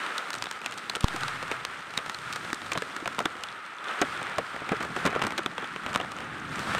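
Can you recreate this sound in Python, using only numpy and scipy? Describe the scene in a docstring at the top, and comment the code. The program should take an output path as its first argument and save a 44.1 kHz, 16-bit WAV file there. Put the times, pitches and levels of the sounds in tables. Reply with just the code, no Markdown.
"""Steady rain on a garden plot with trees, heard from a hand-held camera. Far drops merge into a wash of shaped
noise whose level rises and falls, with light leaf ticks a few steps away. Close by, big drops slap leaves and
wet soil: short noise bursts, swinging tones and brief leaf rings. Heavy drops plop hollowly into soaked soil,
and stiff leaves ping, as tones that sink in pitch. One drop lands on the camera itself with a dull bump: a
pressure pulse, a knock and a low rumble."""
import sys
import numpy as np
from scipy import signal
from scipy.io import wavfile
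from scipy.ndimage import uniform_filter1d

SR = 44100
rng = np.random.default_rng(int(sys.argv[2]) if len(sys.argv) > 2 else 0)


def to_wav(sig):
    """Store sig (one row per channel, or 1-D mono) as 16-bit WAV at the path in sys.argv[1].

    Samples outside -1..1 are clipped; the rate is SR.
    """
    pcm = np.clip(np.atleast_2d(sig), -1, 1) * 32767
    pcm = np.round(pcm).astype(np.int16)
    wavfile.write(sys.argv[1], SR, pcm.T)  # frames by channels


N = 299439


def gain_of(db):
    """Decibels to amplitude."""
    return 10 ** (np.asarray(db) / 20)


def evened(x):
    """Scales to rms 1."""
    return x / np.sqrt(np.mean(x ** 2) + 1e-20)


def at_level(sound, level_db):
    """Scales a short sound to a level taken over 10 ms."""
    return gain_of(level_db) * sound / np.sqrt(np.sum(sound ** 2) / (SR / 100))


def add(mix, start_s, sound):
    """Adds a sound into the mix at its start time, cut off at the end of the mix."""
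    part = mix[max(round(start_s * SR), 0):][:len(sound)]
    part += sound[:len(part)]


def band_gain(points, hz, low_hz, high_hz):
    """One band of a colour table; neighbouring bands add up in power."""
    table_hz, table_db = np.transpose(points)
    hz = hz + 1  # keeps the logarithm finite at 0 Hz
    share = 1 / (1 + (low_hz / hz) ** 10) / (1 + (hz / high_hz) ** 10)
    return gain_of(np.interp(np.log(hz), np.log(table_hz), table_db)) * np.sqrt(share)


def sharp_front(gain):
    """Gives a gain over the full frequency circle the phase that keeps its sound from starting early."""
    log_gain = np.log(np.maximum(gain, 1e-4))
    return np.exp(np.conj(signal.hilbert(log_gain)))


def causal(points, low_hz, high_hz, size=2048):
    """Impulse response with the colour of one band and a sharp front."""
    gain = band_gain(points, abs(np.fft.fftfreq(size, 1 / SR)), low_hz, high_hz)
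    return np.fft.ifft(sharp_front(gain)).real[:size // 2]


def whitened(x, size=45):
    """Evens out the broad humps in the spectrum of a short noise; energy 1."""
    spectrum = np.fft.fft(evened(x))
    power = uniform_filter1d(abs(spectrum) ** 2, size, mode="wrap") / len(x)
    flat = np.fft.ifft(spectrum / sharp_front(np.sqrt(abs(power)))).real
    return evened(flat) / np.sqrt(len(x))


def ringing(x, hz, width_hz, boost_db):
    """Lifts one damped resonance out of a sound."""
    peak = signal.iirpeak(hz, hz / width_hz, fs=SR)
    return x + gain_of(boost_db) * signal.lfilter(*peak, x)


def wander(size):
    """Smooth random drift of rms 1 that changes over size samples."""
    smooth = uniform_filter1d(rng.standard_normal(N), size)
    return evened(uniform_filter1d(smooth, size // 2))


def patter(per_s, spread_db, decay_s, ring_db, count=20):
    """Small drops at random moments, most faint and a few strong; each kind of leaf rings at its own pitch."""
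    strength = gain_of(spread_db * np.minimum(rng.exponential(1, N), 4))
    hits = strength * (rng.random(N) < per_s / SR)
    kind = rng.integers(0, count, N)
    t = np.arange(SR // 50) / SR
    spatters = rng.standard_normal((count, len(t))) * np.exp(-t / decay_s)
    out = np.zeros(N)
    for k, hz in enumerate(np.geomspace(250, 7000, count)):
        spatter = ringing(evened(spatters[k]), hz, width_hz=150 + 0.042 * hz, boost_db=ring_db)
        out += signal.oaconvolve(hits * (kind == k), spatter)[:N]
    return evened(out)


# bass under the rain: time_s, level_db
BASS_LEVEL = [(0, -78), (.28, -80), (.39, -54), (.55, -67), (.7, -62.5), (1.0, -62), (1.19, -55),
              (1.5, -53), (1.7, -60.5), (2.3, -55), (2.62, -56), (2.76, -60), (2.9, -62), (3.22, -60),
              (3.4, -62), (3.58, -64), (3.72, -84), (3.83, -69), (3.97, -77), (4.05, -53.5), (4.55, -59),
              (4.72, -53), (5.1, -46.5), (5.55, -63), (5.8, -57), (5.9, -49), (6.15, -53.5), (6.5, -47),
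              (6.79, -42.5)]
# low patter: time_s, level_db
LOW_PATTER_LEVEL = [(0, -51), (.2, -59.5), (.4, -54), (.55, -60), (.7, -53), (.9, -55.5), (1.15, -50),
                    (1.5, -55.5), (1.8, -59), (2.1, -60.5), (2.35, -52.5), (2.9, -55), (3.3, -54.5),
                    (3.75, -63.5), (3.95, -54), (4.2, -51.5), (4.5, -57), (4.8, -48), (5.3, -45),
                    (5.6, -51), (5.95, -47.5), (6.15, -50), (6.5, -44), (6.75, -40)]
# levels of the wash rise and fall: time_s, leaf_roar_db, soil_patter_db, spray_hiss_db
RAIN_LEVELS = [(0.0, -32.5, -45.5, -49.5), (0.18, -35.5, -43.5, -50), (0.28, -38.5, -45.5, -53),
               (0.43, -43, -50.5, -54), (0.58, -40.5, -51.5, -54.5), (0.74, -40, -47.5, -54),
               (0.84, -41.5, -52, -53.5), (1.02, -42.5, -51, -53.5), (1.14, -36, -42.5, -47),
               (1.26, -35, -46, -49), (1.38, -37, -49, -51), (1.54, -36, -46, -50),
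               (1.63, -40, -51.5, -55.5), (1.87, -40.5, -51, -55), (2.2, -41.5, -49, -52),
               (2.28, -37.5, -50.5, -50.5), (2.59, -41, -49.5, -51), (2.97, -40.5, -48.5, -53.5),
               (3.18, -41, -51, -54.5), (3.46, -40.5, -47.5, -56), (3.66, -41, -53, -58.5),
               (3.8, -42, -51, -60), (3.88, -35.5, -42.5, -53), (3.98, -34.5, -44.5, -51.5),
               (4.1, -36.5, -47, -50), (4.22, -34.5, -45, -52), (4.35, -36, -43.5, -54.5),
               (4.47, -39, -50, -53), (4.64, -38.5, -48.5, -56), (4.76, -36, -45, -53),
               (4.9, -40, -49, -53), (5.0, -33.5, -41, -47), (5.12, -34, -42, -53.5),
               (5.26, -36.5, -44, -53), (5.35, -39, -48, -55.5), (5.54, -42, -50, -57.5),
               (5.63, -36.5, -52, -55.5), (5.77, -40.5, -55, -55.5), (5.9, -38, -41.5, -53),
               (5.99, -37.5, -41, -56), (6.1, -41.5, -47, -54.5), (6.3, -38, -46.5, -57),
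               (6.48, -41, -49.5, -55), (6.56, -36, -44, -48.5), (6.7, -32.5, -39.5, -43.5),
               (6.79, -29, -44, -44)]


def wash_levels():
    """Levels in dB over time of the bass, the low patter, the soil patter, the leaf roar and the spray hiss."""
    t = np.arange(N) / SR
    time_s, roar_db, soil_db, hiss_db = np.transpose(RAIN_LEVELS)
    lows = [np.interp(t, *np.transpose(curve)) for curve in (BASS_LEVEL, LOW_PATTER_LEVEL)]
    return lows + [np.interp(t, time_s, level_db) for level_db in (soil_db, roar_db, hiss_db)]


# colour of the far wash; each band is levelled apart: frequency_hz, density_db (relative dB per Hz)
WASH_COLOUR = [(30, -16), (80, -10), (170, -4), (330, -3.5), (620, -5), (900, -4), (1070, -4), (1190, 0),
               (1290, 3), (1390, 1.5), (1560, -2), (1700, -3.5), (2000, -6), (3400, -15), (4600, -25.5),
               (6800, -31.5), (8900, -29), (10000, -39.5), (12000, -42), (15300, -51.5)]
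# borders of the five bands, from bass to spray hiss: edge_hz
WASH_BAND_EDGES = [10, 160, 330, 1000, 4100, 20000]


def wash():
    """Countless far drops merge into noise; nearer ones stand out as grain in every band at once."""
    grain_db = [-6, -10.5, -8, -9.5, -10.5]  # grain against the noise, band by band
    patch_db = [1.6, 1.2, 0.7, 0.21, 0.42]  # rms drift of each band's own level
    grain = patter(per_s=1000, spread_db=3.0, decay_s=0.00058, ring_db=13.0)
    flutter_db = 0.77 * wander(size=1300)  # shared by all bands
    out = np.zeros(N)
    for k, level_db in enumerate(wash_levels()):
        drive = rng.standard_normal(N) + gain_of(grain_db[k]) * grain
        colour = causal(WASH_COLOUR, *WASH_BAND_EDGES[k:k + 2])
        band = evened(signal.oaconvolve(drive, colour)[:N])
        out += band * gain_of(level_db + flutter_db + patch_db[k] * wander(size=1800))
    return out


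# colour of a drop's splash, for the ticks and the near drops: frequency_hz, density_db (relative dB per Hz)
SPLASH_COLOUR = [(30, -15), (120, -2.5), (300, 2), (480, 3), (660, -0.5), (900, 0), (1350, -1.5),
                 (2300, -6), (3700, -7), (4600, -11.5), (8800, -16), (10200, -26.5), (12000, -26.5),
                 (15000, -34.5)]


def ticks(level_db):
    """Light ticks on fallen leaves a few steps away: sparse patter in the splash colour."""
    crackle = patter(per_s=70, spread_db=3.5, decay_s=0.0004, ring_db=12)
    colour = causal(SPLASH_COLOUR, low_hz=1500, high_hz=9500)
    return gain_of(level_db) * evened(signal.oaconvolve(crackle, colour)[:N])


def boom(start_s, level_db, hz, width_hz, swell_s):
    """A low rumble, narrow-band noise, swells after the bump and fades."""
    age = np.maximum(np.arange(N) / SR - start_s, 0) / swell_s
    peak = signal.iirpeak(hz, hz / width_hz, fs=SR)
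    once = signal.lfilter(*peak, rng.standard_normal(N))
    rumble = evened(signal.lfilter(*peak, once))
    return gain_of(level_db) * rumble * (age * np.exp(1 - age)) ** 2


def bump(hit_s, level_db, push_s, swing_s, knock_hz, knock_db, knock_s, lead_s, settle_s, settle_share):
    """A drop on the camera body: a swing, a brief opposite pressure push, a case knock and a slow settling."""
    t = np.arange(-SR // 40, SR // 2) / SR
    push = np.exp(-np.hypot(t, push_s / 2) / push_s)
    swing = np.exp(-((t + lead_s) / swing_s) ** 2)
    settle = (t > 0) * np.exp(-abs(t) / settle_s)
    # swing and settling together balance the push, so the pressure sums to zero
    balance = (1 - settle_share) * swing / swing.sum() + settle_share * settle / settle.sum()
    pulse = push.sum() * balance - push
    since_knock = t + lead_s
    knock = (since_knock > 0) * np.sin(2 * np.pi * knock_hz * since_knock) * np.exp(-abs(since_knock) / knock_s)
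    out = np.zeros(N)
    add(out, hit_s + t[0], gain_of(level_db) * pulse / abs(pulse).max() + gain_of(knock_db) * knock)
    return out


def plop(hz, level_db, decay_s, sag_per_s, rise_s):
    """A struck leaf or puddle swings for a few cycles and sinks in pitch."""
    t = np.arange(SR // 16) / SR
    turns = np.cumsum(hz * np.exp(-sag_per_s * t)) / SR
    shape = (1 - np.exp(-t / rise_s)) * np.exp(-t / decay_s)
    return at_level(np.sin(2 * np.pi * turns) * shape, level_db)


# hollow plops where heavy drops break into soaked soil:
# start_s, level_db (over 10 ms), pitch_hz (at the start), sag_per_s (pitch fall), decay_s
SOIL_PLOPS = [(1.976, -40, 201, 5, 0.0028), (2.7735, -36.5, 168, 6, .005), (3.025, -36.5, 330, 8, 0.0033),
              (3.2555, -27.5, 340, 13, 0.0033), (3.2562, -45, 667, 10, 0.0018),
              (4.0152, -25.5, 740, 4.4, 0.0063), (4.0155, -24, 338, 12, 0.0025),
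              (4.035, -33, 290, 12, 0.0057), (4.382, -38, 195, 5, 0.0069), (4.3855, -29.5, 813, 51, 0.003),
              (4.7159, -27, 205, 5, 0.0045), (4.7258, -29, 488, 8, 0.0099), (4.728, -34, 324, 7.2, .006),
              (5.0508, -29, 184, 8.8, 0.0086), (5.0525, -28, 620, 16, .003),
              (5.0627, -25.5, 302, 16, 0.0018), (5.1607, -30, 523, 10, 0.0015),
              (5.235, -37, 240, 10, 0.0025), (5.268, -34, 330, 15, 0.0029), (5.387, -36.5, 417, 20, 0.0057)]
# stiff leaves ping under some of the hardest drops: start_s, level_db (over 10 ms), pitch_hz (at the start), decay_s
LEAF_PINGS = [(0.8971, -32, 4030, 0.0016), (0.9567, -46, 8700, .0015), (1.2342, -39.5, 4020, .0015),
              (1.976, -28, 3820, 0.0014), (2.1456, -42, 4300, 0.0017), (3.2562, -31, 3520, .002),
              (5.4614, -32, 3470, .001)]


def plops():
    """The hollows that heavy drops punch into the mud sound with a falling note; stiff leaves ping."""
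    out = np.zeros(N)
    for start_s, level_db, hz, sag_per_s, decay_s in SOIL_PLOPS:
        add(out, start_s, plop(hz, level_db, decay_s, sag_per_s, rise_s=0.0021))
    for start_s, level_db, hz, decay_s in LEAF_PINGS:
        add(out, start_s, plop(hz, level_db, decay_s, sag_per_s=5, rise_s=0.00025))
    return out


def burst(noise, colour, level_db, decay_s, rise_s, scatter_db, scatter_s, click_db=-np.inf):
    """Water bursts on a surface: perhaps a click, a fast-dying gush, then a faint scatter of droplets."""
    t = np.arange(len(noise)) / SR
    fading = np.exp(-t / decay_s) + gain_of(scatter_db) * np.exp(-t / scatter_s)
    gush = whitened(noise * (1 - np.exp(-t / rise_s)) * fading)
    click = gain_of(click_db) * (t == 0)
    return at_level(signal.fftconvolve(gush + click, colour), level_db)


# lesser near drops: mean and spread of the level (against the leaf roar) and of the brightness
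LESSER_PER_S = 14
LESSER_DB, LESSER_BRIGHT_DB = (-8, -0.5), (0.5, -2)
LESSER_DECAY_S, LESSER_THUD_HZ = 0.0023, 795
LESSER_LEAF_HZ = (1260, 4200)  # lowest and highest leaf ring


def lesser_drops(count=120):
    """Rows like those of the near drops, for weaker ones at random moments and leaves; their level follows the
    leaf roar."""
    gap, leaf = rng.random((count, 2)).T
    size, bright = rng.standard_normal((count, 2)).T
    start_s = np.cumsum(-np.log(1 - gap)) / LESSER_PER_S
    roar_db = np.interp(start_s, *np.transpose(RAIN_LEVELS)[:2])
    low_hz, high_hz = LESSER_LEAF_HZ
    rows = np.transpose([start_s,
                         roar_db + LESSER_DB[0] + LESSER_DB[1] * size,
                         LESSER_BRIGHT_DB[0] + LESSER_BRIGHT_DB[1] * bright,
                         np.full(count, LESSER_DECAY_S),
                         low_hz * (high_hz / low_hz) ** leaf,
                         np.full(count, LESSER_THUD_HZ)])
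    return list(rows[start_s < N / SR])


# thud and spray against the slap, at brightness 0
THUD_DB, SPRAY_DB = -5.5, -10
# swing of the struck leaf and after-rumble against the thud
SWING_DB, RUMBLE_DB = -7.5, -17
# the thud outlasts the slap, the more so the duller the drop
THUD_LINGER_S, THUD_LINGER_PER_DB = 0.00053, 0.1
# borders of the thud, slap and spray bands: edge_hz
DROP_BAND_EDGES = [10, 900, 3000, 20000]
# near drops: start_s, level_db (slap, over 10 ms), brightness_db (above 0 more spray, below 0 more thud),
# decay_s (base that each part scales), leaf_ring_hz, thud_pitch_hz
NEAR_DROPS = [(0.0639, -35.5, 3, 0.00092, 3720, 800), (0.1805, -41.5, 20, 0.0031, 3680, 480),
              (0.3043, -35, 7.5, 0.0023, 1400, 700), (0.331, -39, 12.5, 0.0057, 4130, 840),
              (0.3407, -35, 5.5, 0.0017, 1360, 840), (0.3517, -37, 4, 0.0018, 8400, 700),
              (0.3605, -48, 9, .001, 8400, 700), (0.385, -48, 12, 0.0019, 6100, 800),
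              (0.4233, -32.5, 9, 0.0013, 4960, 815), (0.4401, -35, 6, 0.0024, 2720, 360),
              (0.4571, -38, 3, .001, 3700, 600), (0.4683, -38.5, 1, 0.0011, 3500, 700),
              (0.512, -37, 10.5, 0.0018, 1900, 840), (0.5255, -51, 11, .001, 7000, 800),
              (0.6165, -41, 2, 0.001, 2500, 800), (0.645, -42, 1, 0.00065, 2700, 800),
              (0.6609, -31, 7, 0.0006, 2530, 860), (0.668, -43, 2, .002, 3000, 800),
              (0.711, -44, 6, .001, 7000, 800), (0.7224, -39, 7, 0.00048, 2820, 800),
              (0.74, -45, 8, .001, 2700, 800), (0.7768, -46.5, 13, 0.0025, 8200, 800),
              (0.782, -45.5, 13, 0.0057, 4360, 840), (0.8972, -33, 11, 0.0036, 4100, 446),
              (0.9359, -41, -5, 0.0011, 2300, 800), (0.9519, -32.5, 5.5, 0.0015, 3040, 840),
              (0.9568, -34, 7, 0.0044, 8700, 676), (0.9661, -34, -4, 0.003, 1330, 584),
              (1.0072, -39.5, 12, 0.0047, 9400, 680), (1.0274, -49, 12, .001, 2700, 800),
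              (1.0341, -39, 5, .001, 3400, 500), (1.0428, -35.5, 12, 0.00092, 1340, 170),
              (1.0777, -49, 11, .001, 3600, 800), (1.0828, -34, 8.5, 0.0019, 3840, 840),
              (1.142, -44, -13, 0.0054, 1300, 337), (1.1617, -33, 4, 0.0048, 1370, 610),
              (1.2076, -43, 12, 0.0033, 3000, 800), (1.2337, -33, 2, 0.0016, 1430, 850),
              (1.2812, -34, 8, 0.004, 4110, 850), (1.4268, -34, 1, 0.005, 1350, 510),
              (1.5026, -58, 3, .001, 2300, 800), (1.5141, -29.5, 0, 0.0021, 2230, 437),
              (1.5207, -36, -1, 0.00083, 2800, 700), (1.6505, -31.5, 7, 0.0011, 4800, 740),
              (1.907, -51, 11, .001, 4200, 800), (1.938, -42, 4, 0.0011, 2620, 805),
              (1.9724, -40, 4, 0.00098, 3400, 595), (1.9758, -31, 9.5, 0.0026, 2100, 480),
              (1.9867, -36.5, 0, .002, 2400, 700), (2.0609, -38, 2, 0.0039, 1400, 820),
              (2.0965, -32.5, 3.5, 0.00054, 1840, 800), (2.1456, -40, 9, 0.0029, 4300, 410),
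              (2.1875, -47.5, 12, .002, 3600, 650), (2.3264, -42, 16, 0.0039, 2500, 780),
              (2.3343, -42, 12, 0.0017, 4350, 400), (2.3588, -32, 4, 0.0096, 1350, 730),
              (2.449, -40, 1, 0.0025, 1640, 800), (2.5025, -40, 1, 0.001, 2310, 800),
              (2.53, -27.5, 2, 0.0016, 1680, 297), (2.5445, -48, 17, .001, 8000, 800),
              (2.6173, -40, 1.5, 0.0024, 4150, 500), (2.6614, -52, 14, .001, 4030, 700),
              (2.718, -27.5, 3, 0.0065, 2490, 380), (2.7327, -37, 9.5, 0.00058, 6600, 400),
              (2.7523, -32, -8.5, 0.0083, 3380, 610), (2.7753, -28.5, 2, 0.0041, 1200, 600),
              (2.7831, -46, 16, .0015, 4070, 600), (2.8215, -29.5, 0, 0.0021, 1730, 494),
              (2.9642, -34, 4, 0.0041, 1790, 310), (3.0577, -31, -3, 0.0036, 2580, 730),
              (3.0759, -29.5, 1.5, 0.0027, 1280, 830), (3.184, -36.5, -7.5, .001, 1400, 810),
              (3.1903, -27.5, 3, 0.0014, 1000, 724), (3.2025, -29, -3.5, 0.0047, 1350, 730),
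              (3.215, -40, -4, .005, 1300, 398), (3.2545, -35.5, -0.5, .002, 5500, 600),
              (3.2563, -25, 0, 0.0015, 1590, 350), (3.3534, -43, -3, 0.00091, 3300, 600),
              (3.4362, -38.5, 13.5, 0.0027, 3000, 760), (4.0152, -26.5, 7, 0.0058, 6500, 715),
              (4.0195, -25, -4.5, 0.007, 1500, 575), (4.028, -41, -10.5, 0.0045, 1290, 560),
              (4.216, -40, -6, .002, 1350, 800), (4.229, -44, 9.5, 0.00078, 8600, 800),
              (4.383, -25.5, -1.5, 0.0055, 1050, 613), (4.3915, -41, -13.5, 0.0025, 1400, 485),
              (4.5415, -46, -12, 0.0044, 1300, 386), (4.5625, -37.5, -4, 0.0021, 1970, 348),
              (4.6185, -43, -10, 0.0023, 1300, 323), (4.6907, -32.5, -1, 0.0038, 2350, 800),
              (4.7185, -28.5, -6.5, 0.0098, 1360, 696), (4.7285, -41, -8, 0.0055, 1300, 620),
              (4.805, -32, -4.5, 0.01, 1500, 314), (4.8272, -32.5, 1, 0.0078, 1220, 376),
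              (4.849, -35.5, -4, 0.0049, 1310, 405), (4.9025, -50, -17, 0.0036, 1300, 280),
              (4.9635, -28.5, -5.5, 0.007, 1270, 340), (5.0527, -24, -1.5, 0.017, 1220, 460),
              (5.062, -28, 5.5, 0.0068, 1070, 477), (5.0723, -28, -2, 0.0078, 1830, 182),
              (5.128, -35.5, -5, .003, 2100, 705), (5.1517, -33.5, -2, 0.0009, 2920, 550),
              (5.1612, -32, -10, 0.0013, 1330, 584), (5.193, -35, -5, .005, 1800, 800),
              (5.217, -28.5, -3, 0.0041, 3100, 820), (5.2215, -27, 0, 0.0045, 1260, 640),
              (5.236, -33.5, -2, 0.0037, 1320, 241), (5.2396, -32, 4, 0.0011, 3340, 400),
              (5.249, -31.5, -5, 0.0028, 1360, 240), (5.2674, -28.5, 3, 0.0047, 1300, 535),
              (5.279, -48, 6, .0008, 8500, 800), (5.306, -37, 3, 0.0011, 2300, 810),
              (5.3212, -35, -1, 0.0028, 1570, 825), (5.3786, -33, 9.5, 0.0028, 3700, 600),
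              (5.3827, -32, 2.5, 0.006, 2100, 660), (5.3897, -32.5, -3, 0.0052, 1500, 650),
              (5.461, -26.5, -1.5, 0.0013, 1270, 610), (5.5803, -31.5, -2.5, 0.0015, 3300, 503),
              (5.6222, -37, -6, 0.01, 1300, 228), (5.6426, -37.5, 0, 0.00092, 3340, 800),
              (5.7612, -34.5, -3, 0.0012, 2820, 734), (5.863, -31, -0.5, 0.0028, 3030, 170),
              (5.9309, -39, 3, .002, 7500, 600), (5.9421, -43, 11, .002, 2800, 800),
              (5.9482, -29.5, 3, 0.0053, 3600, 560), (5.9589, -24, 0.5, 0.0016, 1140, 655),
              (5.9744, -39, 4, .002, 2300, 800), (5.9998, -32, -4.5, 0.0059, 2920, 720),
              (6.012, -33, -2, 0.0023, 3480, 650), (6.0463, -41.5, -5, .001, 2000, 720),
              (6.1182, -37.5, 3, 0.0045, 1170, 840), (6.1864, -40, 2, 0.0015, 3100, 600),
              (6.197, -47, -10, .006, 1300, 215), (6.2046, -41, 4, 0.00076, 3100, 800),
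              (6.558, -44, 9, .001, 7560, 600), (6.593, -35.5, 4, 0.00081, 1370, 795),
              (6.7486, -27.5, -3, 0.00056, 1350, 800)]


def drops():
    """Near drops push leaf or soil (thud, swing, low rumble), slap flat and throw spray; the leaf rings briefly."""
    thud, slap, spray = (causal(SPLASH_COLOUR, *DROP_BAND_EDGES[k:k + 2]) for k in range(3))
    rumble = causal(SPLASH_COLOUR, low_hz=97, high_hz=240)
    out = np.zeros(N)
    for start_s, slap_db, bright_db, decay_s, leaf_hz, thud_hz in list(NEAR_DROPS) + lesser_drops():
        thud_db = slap_db + THUD_DB - bright_db
        spray_db = slap_db + SPRAY_DB + bright_db
        thud_s = decay_s + THUD_LINGER_S * np.exp(-THUD_LINGER_PER_DB * bright_db)
        thud_noise, slap_noise, spray_noise = rng.standard_normal((3, SR // 16))
        rumble_noise = rng.standard_normal(SR // 6)
        push = ringing(thud, thud_hz, width_hz=140, boost_db=0)
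        smack, fizz = (ringing(band, leaf_hz, width_hz=0.11 * leaf_hz, boost_db=5.5) for band in (slap, spray))
        add(out, start_s, burst(thud_noise, push, thud_db, 1.2 * thud_s,
                                rise_s=0.00021, scatter_db=-23, scatter_s=0.014))
        add(out, start_s, plop(thud_hz, thud_db + SWING_DB, 0.91 * thud_s, sag_per_s=8.6, rise_s=0.00034))
        add(out, start_s, burst(rumble_noise, rumble, thud_db + RUMBLE_DB, decay_s=0.04,
                                rise_s=0.0024, scatter_db=-18.0, scatter_s=0.079))
        add(out, start_s, burst(slap_noise, smack, slap_db, 0.76 * decay_s,
                                rise_s=0.0001, scatter_db=-17, scatter_s=0.0061))
        # the spray starts with a hard click, levelled against its gush
        add(out, start_s, burst(spray_noise, fizz, spray_db, 0.45 * decay_s,
                                rise_s=0.00029, scatter_db=-12.5, scatter_s=0.002, click_db=-11))
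    return out


def scene():
    """Wash, light ticks, near drops, plops and the bump with its rumble, in one channel."""
    on_camera = bump(hit_s=1.0440, level_db=-7.5, push_s=0.0014, swing_s=0.0027,
                     knock_hz=1040, knock_db=-11, knock_s=0.0014,
                     lead_s=0.00072, settle_s=0.17, settle_share=0.38)
    after_bump = boom(start_s=1.09, level_db=-47.5, hz=127, width_hz=31, swell_s=0.14)
    background = wash() + ticks(level_db=-56)
    return (background + drops() + plops() + on_camera + after_bump)[None]


def record(dry):
    """The recorder's band limit: a steep low-pass at 15.7 kHz."""
    low_pass = signal.firwin(511, 15700, window=("kaiser", 9), fs=SR)
    return signal.oaconvolve(dry, low_pass[None], "same")


dry = scene()
out = record(dry)
to_wav(out)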